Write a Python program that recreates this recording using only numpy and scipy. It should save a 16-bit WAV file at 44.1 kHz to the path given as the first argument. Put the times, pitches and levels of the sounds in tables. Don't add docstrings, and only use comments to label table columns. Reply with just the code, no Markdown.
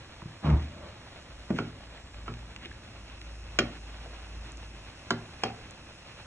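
import sys
import numpy as np
from scipy import signal
from scipy.fft import rfft, irfft
from scipy.io import wavfile

SR = 44100
rng = np.random.default_rng(int(sys.argv[2]) if len(sys.argv) > 2 else 0)


def to_wav(s):
    ch = np.atleast_2d(s).T
    pcm = np.round(np.clip(ch, -1, 1) * 32767)
    wavfile.write(sys.argv[1], SR, pcm.astype(np.int16))


N = 276066
TIME = np.arange(N) / SR
FREQS = np.maximum(np.arange(N // 2 + 1) * SR / N, 1)

# start in seconds, level in dB, pitch factor, ring time factor,
# hardness as a tilt in dB per octave, range the struck spot favours in Hz, its lift in dB, its width in
# octaves, range with a node there in Hz, its gain in dB, second favoured range in Hz, its lift in dB,
# low boom in dB, the boom's tilt in dB per octave.
KNOCKS = [(1.505, -38, 1.0, 1.14, -6.5, 240, 10.5, .25, 980, -19, 1750, -1, -32, -6),
          (1.587, -34, 0.94, 0.74, -2, 1406, 8.5, 0.094, 556, -10, 2600, 8, -25, -3),
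          (2.279, -45, 0.94, 1.5, -2.5, 1288, 16.5, 0.084, 470, -6.5, 2460, 6, -37, -9.5),
          (3.5882, -21.5, 0.98, 0.89, 1.2, 2420, 6.5, 0.082, 944, -23, 3020, 1.5, -22.5, 2.5),
          (5.1055, -30, 0.95, 1.24, 1.4, 1840, 7.5, 0.43, 2480, -12, 3300, 8, -24, -0.5),
          (5.4353, -30, 0.98, 0.96, 1.5, 775, 7.5, 0.32, 1470, -6.5, 2370, 1.5, -30.5, -3)]
PAN_PIVOT_HZ = 940


def from_db(db):
    return 10 ** (np.asarray(db) / 20)


def rms_one(x):
    return x / np.sqrt(np.mean(x ** 2) + 1e-20)


def at_hz(points, hz, axis=1):
    table = np.array(points)
    return np.interp(np.log(hz), np.log(table[:, 0]), table[:, axis])


def coloured(x, spectrum):
    size = x.shape[-1]
    hz = np.maximum(np.arange(size // 2 + 1) * SR / size, 1)
    return irfft(rfft(x) * from_db(at_hz(spectrum, hz)), size)


def around(x, hz, spread):
    spread = max(spread, 1.05)
    edges = [hz / spread, min(hz * spread, .45 * SR)]
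    return signal.sosfilt(signal.butter(2, edges, "band", fs=SR, output="sos"), x)


def low_cut(x, hz):
    return signal.sosfilt(signal.butter(2, hz, "high", fs=SR, output="sos"), x)


def add(track, s, sound):
    start = round(s * SR)
    track[start:start + len(sound)] += sound[:N - start]


def drift(per_s):
    knots = rng.standard_normal(int(N / SR * 200))
    return rms_one(np.interp(TIME * per_s, np.arange(len(knots)), knots))


def dying(t, t60):
    return np.exp(-np.log(1000) * t / t60)


def mode(t, hz, db, t60):
    return from_db(db) * np.sin(2 * np.pi * hz * t) * dying(t, t60)


def swells(rows, attack_share, release_db_per_s):
    envelope = np.zeros(N)
    for s, length, db in rows:
        attack = np.clip((TIME - s) / (attack_share * length), 0, 1)
        envelope += attack * from_db(db - release_db_per_s * np.maximum(TIME - s - length, 0))
    return envelope


def diffuse(common, apart):
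    # frequency in Hz, correlation from 0 to 1.
    likeness = [(100, 1), (300, 0.98), (700, 0.73), (1600, 1), (2500, 0.48), (4000, 0.7), (4800, 1),
                (5500, 0.22), (6300, 0.91), (10000, 0.88)]
    alike = np.clip(at_hz(likeness, FREQS), 0, 1)
    mid = rfft(common) * np.sqrt((1 + alike) / 2)
    side = rfft(apart) * np.sqrt((1 - alike) / 2)
    return irfft(np.array([mid + side, mid - side]), N)


def grains(per_s, spread_db):
    sizes = from_db(spread_db * np.minimum(rng.exponential(1, N), 5))
    return rms_one(sizes * rng.choice([-1, 1], N) * (rng.random(N) < per_s / SR))


def crackle(spectrum, per_s, spread_db, flutter_db):
    clicks = diffuse(grains(per_s, spread_db), grains(per_s, spread_db))
    return rms_one(coloured(clicks, spectrum)) * from_db(flutter_db * drift(25))


def bursts(rows, t60):
    out, t = np.zeros(N), TIME[:SR // 10]
    for s, db, hz, spread in rows:
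        puff = around(rng.standard_normal(len(t)) * dying(t, t60), hz, spread)
        add(out, s, from_db(db) * puff / np.abs(puff).max())
    return out


def simmer(juice_db=-51.5, fizz_db=-61.5, stirred_from_s=2.2, rise_s=1):
    # frequency in Hz, gain in dB.
    juice_eq = [(150, 7), (300, -3.5), (560, 6.5), (1000, 2), (1700, 1.5), (2200, 0), (2600, 1),
                (3300, -0.5), (4500, -3), (6000, -38)]
    fizz_eq = [(2500, -3.5), (4000, -8), (5400, 4), (6100, 0), (7500, -3), (9500, -8.5), (11000, -14.5),
               (13000, -57)]
    # centre in Hz, level in dB, width as a factor to either side.
    sizzle_rings = [(2620, -62.5, 1), (5320, -74, 1.05)]
    stirred = np.clip((TIME - stirred_from_s) / rise_s, 0, 1)
    wander_db = 0.52 * drift(4.67)
    juice = crackle(juice_eq, per_s=7000, spread_db=3.0, flutter_db=1.5)
    juice *= from_db(juice_db + 1.05 * stirred + wander_db)
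    fizz = crackle(fizz_eq, per_s=13000, spread_db=2.5, flutter_db=0.5)
    fizz *= from_db(fizz_db + 2 * stirred + wander_db)
    ticks = diffuse(grains(per_s=2500, spread_db=2.5), grains(per_s=1100, spread_db=6.0))
    metal = sum(from_db(db) * rms_one(around(ticks, hz, spread)) for hz, db, spread in sizzle_rings)
    return juice + fizz + stirred * metal


def cooker(hum_hz=53.8, whine_hz=7583, waver_db=1.2, rumble_db=-51.5):
    # start in seconds, length in seconds, level in dB.
    hum_swells = [(1.2, 0.72, -46.5), (2.12, 0.16, -39.5), (2.85, 1.85, -41)]
    # time in seconds, level in dB.
    whine_fader = [(0, -75), (.5, -73), (.8, -68), (1.1, -77), (1.5, -70), (1.7, -79), (1.97, -66),
                   (2.42, -70), (2.6, -76), (2.88, -73), (3.15, -83), (6.26, -77)]
    # frequency in Hz, gain in dB.
    rumble_eq = [(20, -19), (40, -6), (62, 3.5), (110, 0.5), (155, -9), (200, -8.5), (350, -9.5),
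                 (700, -61)]
    hum = np.sin(2 * np.pi * np.cumsum(hum_hz + 0.636 * drift(6.26)) / SR)
    whine = np.sin(2 * np.pi * np.cumsum(whine_hz + 1.1 * drift(34)) / SR)
    rumble = rms_one(coloured(diffuse(*rng.standard_normal((2, N))), rumble_eq))
    hum *= swells(hum_swells, attack_share=0.31, release_db_per_s=35) * from_db(waver_db * drift(6.4))
    whine *= from_db(np.interp(TIME, *np.transpose(whine_fader)) + waver_db * drift(4.9))
    rumble *= from_db(rumble_db + drift(4.1))
    return hum + whine + rumble


def faint_pops(per_s=2, peak_db=-44.5, centre_hz=1400, spread=1.85):
    moments = np.cumsum(rng.exponential(1 / per_s, size=30))
    pitches = centre_hz * 2 ** rng.standard_normal(30)
    bubbles = [(s, peak_db, hz, spread) for s, hz in zip(moments, pitches) if s < TIME[-1]]
    return bursts(bubbles, t60=0.0087)


def wet_pops():
    # start in seconds, peak in dB, centre in Hz, width as a factor to either side.
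    pops = [(.219, -37, 1200, 1.4), (.4405, -31, 900, 1.8), (.827, -41, 990, 1.5), (1.979, -43, 1780, 1.1),
            (2.144, -36.5, 1500, 2.3), (2.339, -34.5, 2200, 1.66), (2.391, -40, 1400, 2),
            (2.5627, -26.5, 2060, 1.63), (2.650, -31, 2500, 1.2), (2.657, -30, 2300, 1.7),
            (2.7145, -36, 1760, 1.17), (3.098, -37, 2030, 1.26), (3.215, -34, 2400, 1.55)]
    return bursts(pops, t60=0.012)


def pan_judder(growth_db_per_s=200, first_contact_s=0.0019, contact_doubles_s=0.038, jitter_s=0.00089):
    # pitch in Hz, level in dB, ring time in seconds.
    hob_modes = [(75.7, -15.5, 0.42), (124, -4.5, 0.25), (164, 3.5, 0.09), (221, 0, 0.044),
                 (311, -1.5, 0.062)]
    # start in seconds, number of jolts, gap in seconds, first level in dB.
    judders = [(0.224, 2, .032, -41.5), (.446, 8, .0128, -30)]
    # frequency in Hz, gain in dB.
    grate_eq = [(100, 6.5), (170, 1.5), (260, 6.5), (450, -6), (600, -4.5), (1120, -5.5), (1500, -14),
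                (2450, -22.5), (4000, -28), (8000, -46), (13000, -61)]
    # start in seconds, length in seconds, level in dB.
    slides = [(.424, 0.092, -28), (.76, 0.086, -45.5)]
    jolts, t = np.zeros(N), TIME[:SR // 2]
    for s, count, gap_s, db in judders:
        for age in gap_s * np.arange(round(count)):
            contact_s = first_contact_s * 2 ** (age / contact_doubles_s)
            push = np.sin(np.pi * np.minimum(t / contact_s, 1)) ** 2
            start_s = s + age + jitter_s * rng.standard_normal()
            add(jolts, start_s, from_db(db + growth_db_per_s * age) * push / push.sum())
    boom = sum(mode(t, hz, db, t60) for hz, db, t60 in hob_modes)
    thumps = low_cut(signal.fftconvolve(jolts, boom)[:N], hz=46)
    grit = low_cut(crackle(grate_eq, per_s=1800, spread_db=1.0, flutter_db=6.0), hz=79.6)
    return thumps + grit * swells(slides, attack_share=0.73, release_db_per_s=244)


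def scrapes():
    # middle in seconds, length in seconds, level in dB, centre in Hz, width as a factor.
    strokes = [(0.46, 0.021, -44.5, 3050, 1.3), (0.503, 0.011, -37.5, 1490, 1.76),
               (0.486, 0.017, -37, 405, 1.16), (0.624, 0.051, -49, 2180, 1.64),
               (0.807, 0.12, -51.5, 580, 1.1), (1.501, 0.018, -47, 700, 2.9),
               (1.58, 0.051, -45.5, 2150, 1.8), (1.67, 0.061, -55, 1980, 1.9),
               (2.294, 0.033, -54, 1180, 1.5), (2.645, 0.049, -49, 2400, 1.44),
               (2.651, 0.031, -46, 270, 1.3), (4.066, 0.026, -48, 524, 1.46), (5.46, 0.06, -44, 2100, 1.5)]
    slips = grains(per_s=1400, spread_db=2.0)
    return sum(from_db(db) * np.exp(-2 * ((TIME - s) / length) ** 2) * rms_one(around(slips, hz, spread))
               for s, length, db, hz, spread in strokes)


def blow_colour(tilt_db, spot_hz, spot_db, spot_octaves, node_hz, node_db, second_hz, second_db):
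    hz = np.geomspace(100, 12000, 120)
    bells = [(spot_hz, spot_db, spot_octaves), (node_hz, node_db, 0.33), (second_hz, second_db, 0.34)]
    lifts = sum(db * np.exp(-(np.log2(hz / centre) / octaves) ** 2) for centre, db, octaves in bells)
    tilt = tilt_db * np.log2(np.maximum(hz, 250) / PAN_PIVOT_HZ)
    return np.column_stack([hz, tilt + lifts])


def fork_knocks(ring_db=-1.5, crack_db=7.5, crack_t60=0.03, rise_s=0.00025, build_s=0.00044):
    # pitch in Hz, level in dB, ring time in seconds.
    pan_modes = [(251, -3, 0.043), (445, 5, 0.029), (594, -0.5, 0.072), (740, 7.5, 0.033), (1078, 5, 0.032),
                 (1206, 1, 0.072), (1400, 5, 0.022), (1480, 9, 0.027), (1690, 0, 0.035), (2050, -6, .024),
                 (2426, 0.5, 0.042), (2820, -2, 0.051), (3243, 4, 0.036), (3470, -18, .024),
                 (3940, -33, 0.0089), (5320, 0.5, .024), (6500, -27, 0.014), (7020, -3, 0.016),
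                 (8300, -13.5, 0.026)]
    # frequency in Hz, gain in dB.
    crack_eq = [(40, -39), (120, 14), (500, 11), (1000, 8.5), (1500, 9), (2500, 3), (3200, -12),
                (4200, 1.5), (7000, -8.5), (9000, -23), (13000, -30)]
    rings, cracks, t = np.zeros(N), np.zeros((2, N)), TIME[:SR // 3]
    for s, level_db, pitch, ring_time, *contact_style, _, _ in KNOCKS:
        colour = blow_colour(*contact_style)
        for k, (hz, mode_db, t60) in enumerate(pan_modes):
            db = level_db + ring_db + mode_db + at_hz(colour, pitch * hz) + rng.standard_normal()
            attack_s = rise_s + build_s * (PAN_PIVOT_HZ / hz) ** 1.27
            attack = 1 - np.exp(-t / attack_s)
            add(rings, s, (-1) ** k * attack * mode(t, pitch * hz, db, t60 * ring_time))
        contact = from_db(level_db + crack_db) * (1 - np.exp(-t / rise_s)) * dying(t, crack_t60)
        for track in cracks:
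            steel = coloured(rng.standard_normal(len(t)), crack_eq)
            add(track, s, contact * coloured(steel, colour))
    return low_cut(rings, hz=90), low_cut(diffuse(*cracks), hz=87)


def low_boom(rise_s=0.013, pivot_hz=300):
    # pitch in Hz, level in dB, ring time in seconds.
    boom_modes = [(115.2, -11, 0.59), (159.6, -14, 0.524), (234.3, -2.5, 0.29), (289.3, -4, 0.16),
                  (381, 1.5, 0.13), (541.5, -8.5, 0.14)]
    out, t = np.zeros(N), TIME[:SR // 2]
    for s, *_, boom_db, tilt_db in KNOCKS:
        boom = sum(mode(t, hz, boom_db + db + tilt_db * np.log2(hz / pivot_hz), t60)
                   for hz, db, t60 in boom_modes)
        add(out, s, boom * (1 - np.exp(-(t / rise_s) ** 2)))
    return out


def oil_spits():
    # start in seconds, peak in dB, centre in Hz, width as a factor to either side.
    spits = [(4.520, -34.5, 6300, 1.26), (4.572, -36, 5800, 1.26), (5.7095, -34.5, 7900, 1.2)]
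    return bursts(spits, t60=0.0026)


def echoes(x, dull_above_hz=5000):
    # delay in seconds, level in dB.
    reflections = [(0.015, -20.5), (0.0246, -41.5)]
    out = np.zeros(N)
    for delay_s, db in reflections:
        add(out, delay_s, from_db(db) * x)
    return signal.sosfilt(signal.butter(1, dull_above_hz, fs=SR, output="sos"), out)


def kitchen(x, build_s=0.002):
    # frequency in Hz, reverb level in dB, decay time in seconds.
    reverb = [(84.5, -12, 0.8), (157, -5, 0.34), (314, -3, 0.6), (690, -8.5, 0.29), (1520, -16, 0.35),
              (3000, -11.5, 0.26), (5950, -17, 0.14), (12100, -44, .12)]
    t, edges = TIME[:SR * 2 // 3], np.geomspace(45, 15000, 13)
    tails = np.zeros((2, len(t)))
    for low, high in zip(edges, edges[1:]):
        hz = np.sqrt(low * high)
        noise = around(rng.standard_normal(tails.shape), hz, high / hz)
        band = noise * dying(t, at_hz(reverb, hz, axis=2)) * (1 - np.exp(-(t / build_s) ** 2))
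        spectrum_share = 2 * (high - low) / SR
        energy = np.sum(band ** 2, axis=1, keepdims=True)
        tails += from_db(at_hz(reverb, hz)) * band * np.sqrt(spectrum_share / energy)
    return diffuse(*[signal.fftconvolve(x, tail)[:N] for tail in tails])


def scene(crack_send_db=8.5):
    bed = simmer() + cooker()
    rings, cracks = fork_knocks()
    near = rings + pan_judder() + scrapes() + wet_pops() + oil_spits()
    send = (near + from_db(crack_send_db) * cracks).mean(axis=0)
    room = echoes(send) + kitchen(send)
    return near + cracks + low_boom() + room + bed + faint_pops()


def record(dry, cutoff_hz=13500):
    # frequency in Hz, lead of the left port in radians.
    port_phase = [(100, 0), (400, -.15), (780, -.8), (1000, -.25), (1300, -.45), (1600, .05), (2000, .15),
                  (3100, 2.55), (3800, 2.55), (5200, 3.3), (5900, .8), (8000, 1.6), (10000, 2.1),
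                  (11500, 3)]
    # frequency in Hz, left minus right in dB.
    port_balance = [(300, 0), (650, 1), (850, -4), (1100, -0.5), (1400, -4.5), (1800, 0.5), (2450, -4.5),
                    (3200, 1), (6000, 0)]
    left = from_db(at_hz(port_balance, FREQS) / 2) * np.exp(.5j * at_hz(port_phase, FREQS))
    ports = irfft(rfft(dry) * np.array([left, 1 / left]), N)
    return signal.sosfilt(signal.ellip(8, .3, 70, cutoff_hz, fs=SR, output="sos"), ports)


dry = scene()
out = record(dry)
to_wav(out)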